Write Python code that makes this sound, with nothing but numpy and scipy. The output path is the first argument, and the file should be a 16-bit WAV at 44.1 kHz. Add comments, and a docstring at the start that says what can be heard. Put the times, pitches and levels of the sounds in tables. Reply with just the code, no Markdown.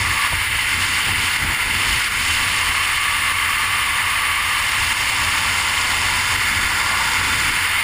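"""In freefall, on a skydiver's helmet: air tears past a small camera.
Turbulence rushes and hisses through the case resonances; two openings sing breathily at some angles.
Large eddies buffet the case. Now and then the stream ducks abruptly and swells back."""
import sys
import numpy as np
from scipy import signal
from scipy.fft import rfft, irfft, next_fast_len
from scipy.io import wavfile
from scipy.ndimage import uniform_filter1d

SR = 44100
rng = np.random.default_rng(int(sys.argv[2]) if len(sys.argv) > 2 else 0)


def wav_record(signal):
    """Record a signal, one row per channel, as 16-bit PCM in the file named by sys.argv[1]."""
    frames = np.transpose(np.atleast_2d(signal))
    bounded = np.clip(frames, -1, 1)
    # unit amplitude maps onto the largest positive 16-bit level
    quanta = np.round(bounded * 32767).astype(np.int16)
    wavfile.write(sys.argv[1], SR, quanta)


N = 345303
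TIME = np.arange(N) / SR
FFT_SIZE = next_fast_len(N)
FREQS = np.maximum(np.fft.rfftfreq(FFT_SIZE, 1 / SR), 1)

# air across the case edges as the head turns: time_s, strength_db
CROSSFLOW = [(0.0, 1.4), (0.48, -4), (0.86, 2.5), (1.16, -2.2), (1.24, 1.7), (1.4, -1), (1.62, -4),
             (1.88, 2), (2.12, -0.3), (2.28, 2.5), (3.32, -2.5), (4.2, -2), (4.28, -4), (4.72, 1.4),
             (6.34, 2.5), (6.4, 1), (7.4, 2.2), (7.82, -4)]
# wake of helmet and arm: time_s, strength_db
WAKE = [(0.0, 2.4), (0.58, -6), (0.76, 1.5), (1.9, 3.5), (2.04, 0), (2.42, 1.7), (3.0, -6), (3.12, -2),
        (4.6, -6), (5.2, -0.5), (7.44, 2.5), (7.82, -3.9)]


def airstream(case, roar_db_per_step, bright_db_per_step):
    """Fine turbulence on the case: low roar, main rush that dips as the crossflow grows, bright edge."""
    # spectra: freq_hz, gain_db
    roar_spectrum = [(300, -16), (450, -15), (680, -9), (790, -4.5), (900, 0), (1030, 2.5), (1200, -13),
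                     (1600, -18), (4000, -49)]
    rush_spectrum = [(600, -31), (1000, -19.5), (1300, -5.5), (1550, -3), (2100, 0), (2400, -3),
                     (2900, -15.5), (4200, -21.5), (7500, -25.5), (9500, -14.5), (11000, -23),
                     (15000, -19.5)]
    bright_spectrum = [(1200, -21), (2100, -9.5), (2450, 0.5), (3050, -0.5), (3350, -8), (4200, -11.5),
                       (7500, -23), (9500, -9.5), (11000, -24), (15000, -18.5)]
    # level contours: time_s, offset_steps
    roar_contour = [(0.0, 0.1), (0.48, -2.5), (1.9, 0), (2.06, -3), (2.7, 1), (2.98, -2.5), (6.18, 3.5),
                    (6.56, -0.5), (6.98, 5.5), (7.36, 0.5), (7.82, 0.3)]
    bright_contour = [(0.0, -2.5), (0.24, 1.5), (0.36, -0.8), (0.62, 1.1), (0.76, -0.5), (0.96, 1.3),
                      (1.18, 1), (1.26, 1.5), (1.44, -1.5), (1.94, 2.4), (2.12, -2), (2.26, 1.8),
                      (3.36, 0.5), (6.1, 0), (6.82, -3), (7.82, 0.6)]
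    # level contour: time_s, offset_db
    rush_contour = [(0, 0), (6.2, 0), (6.5, 2), (6.9, 0), (7.2, 1), (7.83, 1.8)]
    roar_db = -32.5 + roar_db_per_step * curve(roar_contour)
    rush_db = -22.5 + curve(rush_contour) - 0.14 * curve(CROSSFLOW)
    bright_db = -25.5 + bright_db_per_step * curve(bright_contour)
    roar = from_db(roar_db) * turbulence(case * colour(roar_spectrum), steady_s=0.15)
    rush = from_db(rush_db) * turbulence(case * colour(rush_spectrum), steady_s=0.054)
    bright = from_db(bright_db) * turbulence(case * colour(bright_spectrum), steady_s=0.14)
    return roar + rush + bright


def edge_hiss(case, grain_db, flutter_db):
    """Tiny vortices tear off the edges in spurts: a grainy hiss that grows with crossflow."""
    # spectrum: freq_hz, gain_db
    hiss_spectrum = [(500, -37), (1500, 1.5), (3000, 4), (4100, 1), (5400, 3.5), (7000, 0), (8200, -4),
                     (10000, -7), (15000, -35)]
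    hiss_db = -29 + 1.37 * curve(CROSSFLOW)
    grain = np.minimum(drift(rate_hz=1100), 3.2)
    spurts = from_db(grain_db * grain + flutter_db * drift(rate_hz=60))
    return from_db(hiss_db) * turbulence(case * colour(hiss_spectrum), steady_s=0.21, spurts=spurts)


def air_tones(case):
    """Air across two openings: the hollow tone follows the crossflow, the upper one the wake."""
    # air resonances: freq_hz, width_hz, gain_db
    hollow_modes = [(1170, 220, 5), (1764, 170, 1), (2070, 120, -6), (2740, 78, -7.5)]
    upper_modes = [(1417, 150, 5.5), (3470, 170, -5), (4797, 88, -2.5), (7120, 140, -9.5)]
    # air meets the opening squarely: start_s, length_s, edge_s, level_db
    hollow_swells = [(0.05, 0.25, 0.027, -26), (2.72, 1.98, 0.7, -26.5), (5.2, 0.33, 0.089, -29.5),
                     (6.86, 0.2, 0.087, -29.5)]
    upper_swells = [(5.3, 1.4, 0.15, -33), (6.7, 0.8, 0.1, -29), (7.56, 0.3, 0.05, -33)]
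    hollow_db = -33.5 + 0.76 * curve(CROSSFLOW)
    upper_db = -36.5 + 0.98 * curve(WAKE)
    hollow = opening(case, hollow_modes, hollow_db, hollow_swells, steady_s=0.16)
    upper = opening(case, upper_modes, upper_db, upper_swells, steady_s=0.21)
    return hollow + upper


def opening(case, modes, breath_db, swells, steady_s):
    """An air pocket resonates in turbulence; swells add to its breath in power."""
    response = sum(from_db(db) * resonance(hz, width_hz) for hz, width_hz, db in modes)
    swell_power = sum(from_db(db) ** 2 * trapezoid(*timing) for *timing, db in swells)
    level = np.sqrt(from_db(breath_db) ** 2 + swell_power)
    return level * turbulence(case * response, steady_s)


def buffeting(gust_edge_s, lull_edge_s, lull_depth_db):
    """Large eddies thump the case, smaller ones churn above them, a few land as slaps."""
    # spectra: freq_hz, gain_db
    thump_spectrum = [(10, -11), (22, -9.5), (45, -2), (65, -2.5), (90, 4), (110, -6), (140, -13.5),
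                      (220, -74)]
    churn_spectrum = [(80, -11), (130, 1.5), (170, 1.5), (280, 1.5), (380, -5), (520, -5.5), (800, -52)]
    slap_spectrum = [(30, -12), (70, -3), (120, 10), (200, -6), (400, -20), (900, -1.5), (1500, -45)]
    # gusts on the case: start_s, length_s, thump_db, churn_db
    gusts = [(0.0, 0.17, -28.5, -41), (0.31, 0.12, -29.5, -53), (0.478, 0.11, -32, -48),
             (0.713, 0.15, -33, -42), (1.075, 0.18, -32, -40), (1.416, 0.12, -29.5, -39),
             (1.66, 0.13, -32, -43), (1.85, 0.14, -29.5, -44), (2.17, 0.34, -34.5, -48),
             (2.648, 0.07, -32, -46), (4.78, 0.1, -32, -45), (5.185, 0.16, -34, -41),
             (5.45, 0.09, -35, -42), (5.897, 0.3, -35, -47), (6.298, 0.11, -31.5, -43),
             (6.503, 0.2, -31.5, -40.5), (7.17, 0.37, -35, -38.5)]
    # wake leaves the case: start_s, length_s
    lulls = [(0.17, 0.16), (0.37, 0.099), (1.268, 0.13), (1.565, 0.086), (2.0, 0.12)]
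    # single eddies: centre_s, width_s, level_db
    slaps = [(0.33, 0.02, -24.5), (1.086, 0.033, -25), (1.439, 0.058, -28)]
    wake_db = curve(WAKE)
    lull_db = lull_depth_db * sum(trapezoid(*timing, lull_edge_s) for timing in lulls)
    gust_thump = sum(from_db(db) * trapezoid(*timing, gust_edge_s) for *timing, db, _ in gusts)
    gust_churn = sum(from_db(db) * trapezoid(*timing, gust_edge_s) for *timing, _, db in gusts)
    thump_level = np.hypot(from_db(-36 + 0.2 * wake_db - lull_db), gust_thump)
    churn_level = np.hypot(from_db(-42 + 0.81 * wake_db - lull_db), gust_churn)
    slap_level = sum(from_db(db) * hump(TIME, centre_s, width_s) for centre_s, width_s, db in slaps)
    thump = thump_level * turbulence(colour(thump_spectrum), steady_s=0.12)
    churn = churn_level * turbulence(colour(churn_spectrum), steady_s=0.16)
    slap = slap_level * turbulence(colour(slap_spectrum), steady_s=0.02)
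    return thump + churn + slap


def ducking(recover_s, small_per_s, small_step_db):
    """Stream gain: abrupt drops that swell back, a few deep among many small."""
    # deep drops: start_s, step_db
    ducks = [(0.28, 4.5), (0.854, 3), (1.371, 4.5), (1.441, 4), (1.552, 4), (1.635, 3.5), (2.024, 3),
             (2.085, 5), (3.324, 3.5), (3.841, 1), (4.606, 2.5), (4.932, 4.5), (6.365, 4), (6.821, 2.5),
             (7.204, 2.5)]
    steps_db = small_step_db * (rng.random(N) < small_per_s / SR)
    for start_s, step_db in ducks:
        steps_db[int(start_s * SR)] += step_db
    dips_db = signal.lfilter([1], [1, -np.exp(-1 / (recover_s * SR))], steps_db)
    makeup_db = uniform_filter1d(dips_db, size=6500)  # lift around each drop holds the mean level
    return from_db(makeup_db - uniform_filter1d(dips_db, size=100))


def case_response():
    """Gain per frequency: the case lifts narrow bands; the treble has dips and peaks."""
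    # case resonances: freq_hz, width_hz, gain_db
    case_modes = [(896, 36, 5), (986, 55, 1.5), (1132, 153, 5.5), (1390, 75, 1), (1710, 88, 3.5),
                  (2103, 327, 7), (2780, 170, 6), (3076, 123, 5.5), (3564, 165, 6), (4440, 370, 5.5),
                  (4860, 180, 3), (5400, 240, 1), (6500, 320, 3), (7170, 200, 4.5), (7560, 290, 6.5),
                  (8400, 105, 7), (8910, 130, 4), (9180, 180, 5.5), (9980, 370, 8)]
    # treble colour, dips near 6 and 12 kHz, narrow peaks near 11 and 14 kHz: freq_hz, width_hz, gain_db
    treble_bands = [(6020, 600, -11), (10850, 240, 7), (12050, 1400, -26), (14100, 400, 8)]
    case_db = sum(db * resonance(hz, width_hz) for hz, width_hz, db in case_modes)
    treble_db = sum(db * hump(FREQS, hz, width_hz) for hz, width_hz, db in treble_bands)
    return from_db(case_db + treble_db)


def turbulence(response, steady_s, spurts=1):
    """Coloured random pressure, power held at 1 over spans longer than steady_s."""
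    air = irfft(rfft(spurts * rng.standard_normal(N), FFT_SIZE) * response, FFT_SIZE)[:N]
    span = int(steady_s * SR)
    power = uniform_filter1d(uniform_filter1d(air ** 2, span), span)
    return air / np.sqrt(power + 1e-20)


def drift(rate_hz):
    """Low-passed noise, mean 0, spread 1."""
    spectrum = rfft(rng.standard_normal(FFT_SIZE)) / (1 + (FREQS / rate_hz) ** 2)
    wander = irfft(spectrum, FFT_SIZE)[:N]
    return (wander - wander.mean()) / wander.std()


def colour(points):
    """Gain per frequency from (freq_hz, gain_db) points."""
    hz, db = np.transpose(points)
    return from_db(np.interp(np.log(FREQS), np.log(hz), db))


def resonance(hz, width_hz):
    """Power response of one mode, peak 1."""
    return 1 / (1 + (2 * (FREQS - hz) / width_hz) ** 2)


def hump(axis, centre, width):
    """Gaussian, peak 1."""
    return np.exp(-(2 * (axis - centre) / width) ** 2)


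def trapezoid(start_s, length_s, edge_s):
    """Rise, hold at 1, fall."""
    inside_s = np.minimum(TIME - start_s, start_s + length_s - TIME)
    return np.clip(0.5 + inside_s / edge_s, 0, 1)


def curve(points):
    """Value per sample from (time_s, value) points."""
    return np.interp(TIME, *np.transpose(points))


def from_db(db):
    return 10 ** (np.asarray(db) / 20)


def scene():
    """The ducking stream through the case, over the buffeting; mono."""
    case = case_response()
    stream = airstream(case, roar_db_per_step=1.12, bright_db_per_step=1.4)
    stream += edge_hiss(case, grain_db=3.0, flutter_db=0.5)
    stream += air_tones(case)
    stream *= ducking(recover_s=0.081, small_per_s=18, small_step_db=1.04)
    eddies = buffeting(gust_edge_s=0.025, lull_edge_s=0.02, lull_depth_db=3)
    return (stream + eddies)[None]


def record(dry):
    """Steep low-pass."""
    cutoff_hz = 15200
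    return signal.sosfilt(signal.ellip(10, 0.1, 90, cutoff_hz, fs=SR, output="sos"), dry)


dry = scene()
out = record(dry)
wav_record(out)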